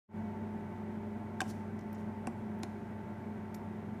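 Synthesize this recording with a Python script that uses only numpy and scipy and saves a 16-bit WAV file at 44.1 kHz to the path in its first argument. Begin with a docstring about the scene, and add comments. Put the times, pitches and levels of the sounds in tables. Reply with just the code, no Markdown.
"""A small room with a fan humming, the microphone close to a plastic tray in a frog's tank.
The frog lunges at a beetle: a wet smack rings its mouth and its tongue peels off with a crackle.
Its body lands with a slap and a hollow thud, then slides. Its feet pat the tray twice more,
and its mouth ticks as it gulps. The sound fades in at the start."""
import sys
import numpy as np
from scipy import signal
from scipy.fft import rfft, irfft
from scipy.io import wavfile

SR = 44100
rng = np.random.default_rng(int(sys.argv[2]) if len(sys.argv) > 2 else 0)


def wav_out(sig):
    """Save sig, one row per channel (or a flat mono array), as 16-bit PCM at SR to the path in sys.argv[1]."""
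    wavfile.write(sys.argv[1], SR, np.round(np.clip(np.atleast_2d(sig).T, -1, 1) * 32767).astype(np.int16))


N = 176400
ONSET_S = .0006  # rise time of every wet burst


def undb(db):
    """Decibels to gain."""
    return 10 ** (np.asarray(db) / 20)

def unit(x):
    """Scale to rms 1."""
    return x / np.sqrt(np.mean(x ** 2))

def ring(x, response):
    """Pass a sound through an impulse response scaled to unit power."""
    return signal.fftconvolve(x, response / np.linalg.norm(response))[:N]

def gains(points, size):
    """Gain at each frequency of a spectrum given as (Hz, dB) points."""
    hz, db = np.array(points).T
    bin_hz = np.arange(size // 2 + 1) * SR / size
    return undb(np.interp(np.log(bin_hz + 1), np.log(hz), db))

def colour(x, points):
    """Causal filter of unit power with the given spectrum."""
    cepstrum = irfft(np.log(gains(points, size=1024)))
    cepstrum[1:512] *= 2  # fold onto positive time for minimum phase
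    cepstrum[513:] = 0
    return ring(x, irfft(np.exp(rfft(cepstrum))))

def band(x, hz, width_hz):
    """Band-pass of unit power."""
    edges = np.clip([hz - width_hz / 2, hz + width_hz / 2], 20, SR / 2 - 1)
    bandpass = signal.butter(2, edges, "band", fs=SR, output="sos")
    return signal.sosfilt(bandpass, x) * np.sqrt(SR / 2 / width_hz)

def drift(rate_hz):
    """Smooth random wandering of rms 1."""
    hz = np.arange(N // 2 + 1) * SR / N
    return unit(irfft(rfft(rng.standard_normal(N)) / (1 + (hz / rate_hz) ** 2), N))

def since(start):
    """Seconds since a moment, zero before it."""
    return np.maximum(np.arange(N) / SR - start, 0)

def burst(start, length):
    """Envelope that rises fast, holds briefly and dies away."""
    age = since(start)
    return (1 - np.exp(-age / ONSET_S)) * np.exp(-(age / length) ** 2 / 2)

def struck(start, modes):
    """Damped modes set ringing at one moment, in alternating polarity, each slightly detuned."""
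    age = since(start)[:SR // 2 + int(start * SR)]
    out = np.zeros(N)
    for k, (hz, db, t60) in enumerate(modes):
        detuned_hz = hz * (1 + .01 * rng.standard_normal())
        out[:len(age)] += (-1) ** k * undb(db - 60 * age / t60) * np.sin(2 * np.pi * detuned_hz * age)
    return out

def grains(per_s=7000, spread_db=2):
    """Tiny random clicks of a wet film parting."""
    hits = rng.random(N) < per_s / SR
    return unit(hits * rng.choice([-1, 1], N) * undb(spread_db * rng.standard_normal(N)))


# The fan's air, behind everything. Each row: frequency in Hz, relative spectral level in dB.
AIR_SPECTRUM = [(25, -42), (38, -29), (60, -18.5), (80, -19.5), (122, -15.5), (142, -16.5), (176, -6),
                (205, -9), (260, -16), (370, -13.5), (490, -22.5), (610, -20.5), (800, -21.5), (950, -24.5),
                (1230, -30.5), (1600, -30), (2100, -34.5), (2800, -42.5), (4500, -53), (6000, -54),
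                (8500, -57.5), (9500, -55), (10300, -65), (11600, -58), (15000, -62.5)]
# Resonances of its housing. Each row: centre in Hz, width in Hz, rms level in dB.
HOUSING_BANDS = [(119.6, 10, -58), (334.8, 18, -65.5), (771, 24, -70.5), (828, 31, -71), (939, 48, -66.5),
                 (1075, 32, -71), (1356, 33, -72), (1536, 49, -71.5), (1963, 88, -71), (2249, 30, -74.5),
                 (9520, 160, -93)]
# Fan and motor tones. Each row: pitch in Hz, rms level in dB, unsteadiness as a share of the tone.
FAN_TONES = [(97.3, -49, 0.15), (213.6, -43.7, 0.32), (236.4, -53.5, 0.51), (360, -59, 0.61),
             (402, -55.5, 0.32), (590.4, -63, 0.65), (704.6, -61.5, 0.61), (882.5, -56.5, 0.28)]

def fan(air_db=-46.5, waver_hz=9.7, sag_db_per_s=.8):
    """A dull rush of air stirs the housing, under wavering tones that slowly ease off."""
    t = np.arange(N) / SR
    air = irfft(rfft(rng.standard_normal(N)) * gains(AIR_SPECTRUM, size=N), N)
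    out = undb(air_db) * unit(air)
    for hz, width, db in HOUSING_BANDS:
        out += undb(db) * band(rng.standard_normal(N), hz, width)
    sag = undb(-sag_db_per_s * t)
    for hz, db, unsteady in FAN_TONES:
        waver = 1 + unsteady * (drift(waver_hz) + 1j * drift(waver_hz))  # in level and phase
        tone = np.exp(2j * np.pi * (hz * t + rng.random()))
        out += undb(db) * unit(np.real(sag * waver * tone))
    return out


# The frog's mouth, close up. Each row: pitch in Hz, relative level in dB, t60 in seconds.
MOUTH_MODES = [(760, -17, .025), (1100, -11.5, 0.022), (1595, -.5, .02), (2520, -22, 0.014),
               (3620, -14.5, 0.015), (4310, -15, 0.011), (5280, -15, 0.013), (6100, -20, 0.011),
               (7330, -17, 0.011), (8500, -14, .012)]
# Tugs of the tongue. Each row: start in seconds, level in dB, length in seconds.
TONGUE_PEELS = [(1.4034, -45, 0.0014), (1.4051, -34, 0.0024), (1.41, -45, 0.0035)]
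# The colour of wet skin slapping. Each row: frequency in Hz, relative level in dB.
SKIN_SPECTRUM = [(300, -11), (1000, -3.5), (2500, 2.5), (3800, -2.5), (5500, -1.5), (8500, -4.5),
                 (10500, -11), (12500, -13), (15000, -22)]

def strike(start_s=1.4046, rise_s=.0009, mouth_db=-16.8):
    """The jaws close with one smack that rings the mouth while the tongue peels off in quick tugs."""
    mouth = struck(start_s, MOUTH_MODES) * (1 - np.exp(-since(start_s) / rise_s))
    peel = sum(undb(db) * burst(start, length) for start, db, length in TONGUE_PEELS)
    return undb(mouth_db) * mouth + colour(peel * grains(), SKIN_SPECTRUM)


# Body and feet slide on the tray. Each row: start, peak and end in seconds, peak level in dB.
SKIN_DRAGS = [(1.41, 1.47, 1.654, -65.5), (1.475, 1.502, 1.53, -56), (1.96, 1.992, 2.05, -71)]
# The colour of their hiss. Each row: frequency in Hz, relative level in dB.
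DRAG_SPECTRUM = [(1000, -9), (3000, -4), (5800, 3.5), (8500, -2.5), (10500, -4), (15000, -10)]

def slide():
    """Damp skin drags over the plastic with a swelling, grainy hiss."""
    t = np.arange(N) / SR
    push = sum(undb(db) * np.interp(t, [start, peak, end], [0, 1, 0])
               for start, peak, end, db in SKIN_DRAGS)
    return colour(push * grains(per_s=2200), DRAG_SPECTRUM)


# Mouth and toes, faint even this near the microphone.
# Each row: start in seconds, middle band level in dB, top band level in dB, length in seconds.
WET_TICKS = [(1.4134, -46, -62, .0015), (1.4245, -54, -66, .0012), (1.438, -61, -68, 0.003),
             (1.79, -58.5, -72, 0.0032), (1.809, -63, -81, 0.0035), (1.928, -65, -53, .003),
             (1.944, -68, -85, 0.012), (2.271, -48, -64, .0013), (2.590, -74, -67, .002),
             (2.6288, -57, -66, 0.0016), (3.543, -58, -55.5, 0.0025), (3.546, -45, -52, 0.0013),
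             (3.5494, -50.5, -55, .0018), (3.564, -68, -63, 0.002)]

def ticks(hollow_db=-7, crackle_db=-21, crackle_s=.014):
    """Small sticky clicks, each with a hollow under it and a trailing crackle of parting slime."""
    middle = sum(undb(db) * burst(start, length) for start, db, _, length in WET_TICKS)
    top = sum(undb(db) * burst(start, length) for start, _, db, length in WET_TICKS)
    trail = sum(undb(db + crackle_db) * burst(start, crackle_s) for start, _, db, _ in WET_TICKS)
    crackle = trail * grains(per_s=500)
    hollow = undb(hollow_db) * band(middle * grains(), hz=1900, width_hz=600)
    click = band(middle * grains(), hz=5900, width_hz=3200)
    fizz = band(top * grains() + crackle, hz=12600, width_hz=4600)
    return hollow + click + fizz


# Wet skin meets the tray. Each row: start and length in seconds, splash level in dB, the large air
# pocket's pitch in Hz and level in dB, the same for the small one, its width as a share of its pitch.
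SKIN_SLAPS = [(1.4149, .0017, -34, 3100, -33, 7100, -35.5, .3),
              (2.2707, .0016, -44.5, 2680, -36, 8200, -40, .45),
              (2.6324, .0018, -36, 4250, -39, 5200, -39, .8)]

def slaps(pocket_t60_s=.013):
    """Wet skin splashes and squeezes two air pockets: the large one pops, the small one fizzes."""
    out = np.zeros(N)
    for start, length, splash_db, large_hz, large_db, small_hz, small_db, width in SKIN_SLAPS:
        touch = burst(start, length)
        out += undb(splash_db) * colour(touch * grains(), SKIN_SPECTRUM)
        out += struck(start + ONSET_S, [(large_hz, large_db, pocket_t60_s)])
        out += undb(small_db) * band(touch * grains(), small_hz, small_hz * width)
    return out


# The plastic tray, close up. Each row: pitch in Hz, relative level in dB, t60 in seconds.
TRAY_MODES = [(226, -11, .13), (340, -13, .08), (464, -13.5, .05), (585, -11, .06), (755, -2.5, .055),
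              (857, -8.5, .04), (1010, -6.5, .05), (1110, -12, .035), (1490, -14, .04), (1860, -21, .03),
              (2380, -16, .036), (2640, -16, 0.03)]
# The body lands, then the feet. Each row: start in seconds, gain in dB, contact time in seconds,
# share of the ring time left, tilt in dB per octave, the main mode's extra gain at this spot in dB.
TRAY_BLOWS = [(1.4152, -26, 0.0003, 1.0, -1, 1.5), (2.2716, -23.5, 0.0005, .7, -4, -5),
              (2.6336, -25, 0.0006, 0.33, -2.8, -2)]

def pats():
    """The tray answers each soft blow with a short hollow thud, damped by the skin that rests on it."""
    out = np.zeros(N)
    main_hz = TRAY_MODES[4][0]  # the strongest mode
    for start, db, contact_s, ring_share, tilt_db, main_db in TRAY_BLOWS:
        modes = []
        for hz, mode_db, t60 in TRAY_MODES:
            level_db = mode_db + tilt_db * np.log2(hz / main_hz) + main_db * (hz == main_hz)
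            modes.append((hz, level_db, t60 * ring_share))
        rise = 1 - np.exp(-since(start) / contact_s)
        out += undb(db) * struck(start, modes) * rise
    return out


def echoes(x, t60_s, db):
    """Diffuse reflections that die away."""
    decay = np.exp(-np.log(1000) * np.arange(SR) / SR / t60_s)
    return undb(db) * ring(x, rng.standard_normal(SR) * decay)

def scene():
    """One microphone hears the frog, its echoes off the tank's walls and the room, and the fan."""
    frog = strike() + pats() + slaps() + ticks() + slide()
    tank = echoes(frog, t60_s=.05, db=-11)
    room = echoes(frog, t60_s=.7, db=-17.8)
    return (frog + tank + room + fan())[None]


# The microphone's level comes up. Each row: time in seconds, gain in dB.
FADE_POINTS = [(.075, -70), (0.092, -20), (.12, -11.5), (.145, -4.5), (.17, -1)]

def record(dry, top_hz=15300):
    """The recorder fades in and cuts the top."""
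    t = np.arange(N) / SR
    times, db = np.array(FADE_POINTS).T
    fade = undb(np.interp(t, times, db)) * (t > times[0])
    lowpass = signal.ellip(12, .2, 80, top_hz, fs=SR, output="sos")
    return signal.sosfilt(lowpass, dry * fade)


dry = scene()
out = record(dry)
wav_out(out)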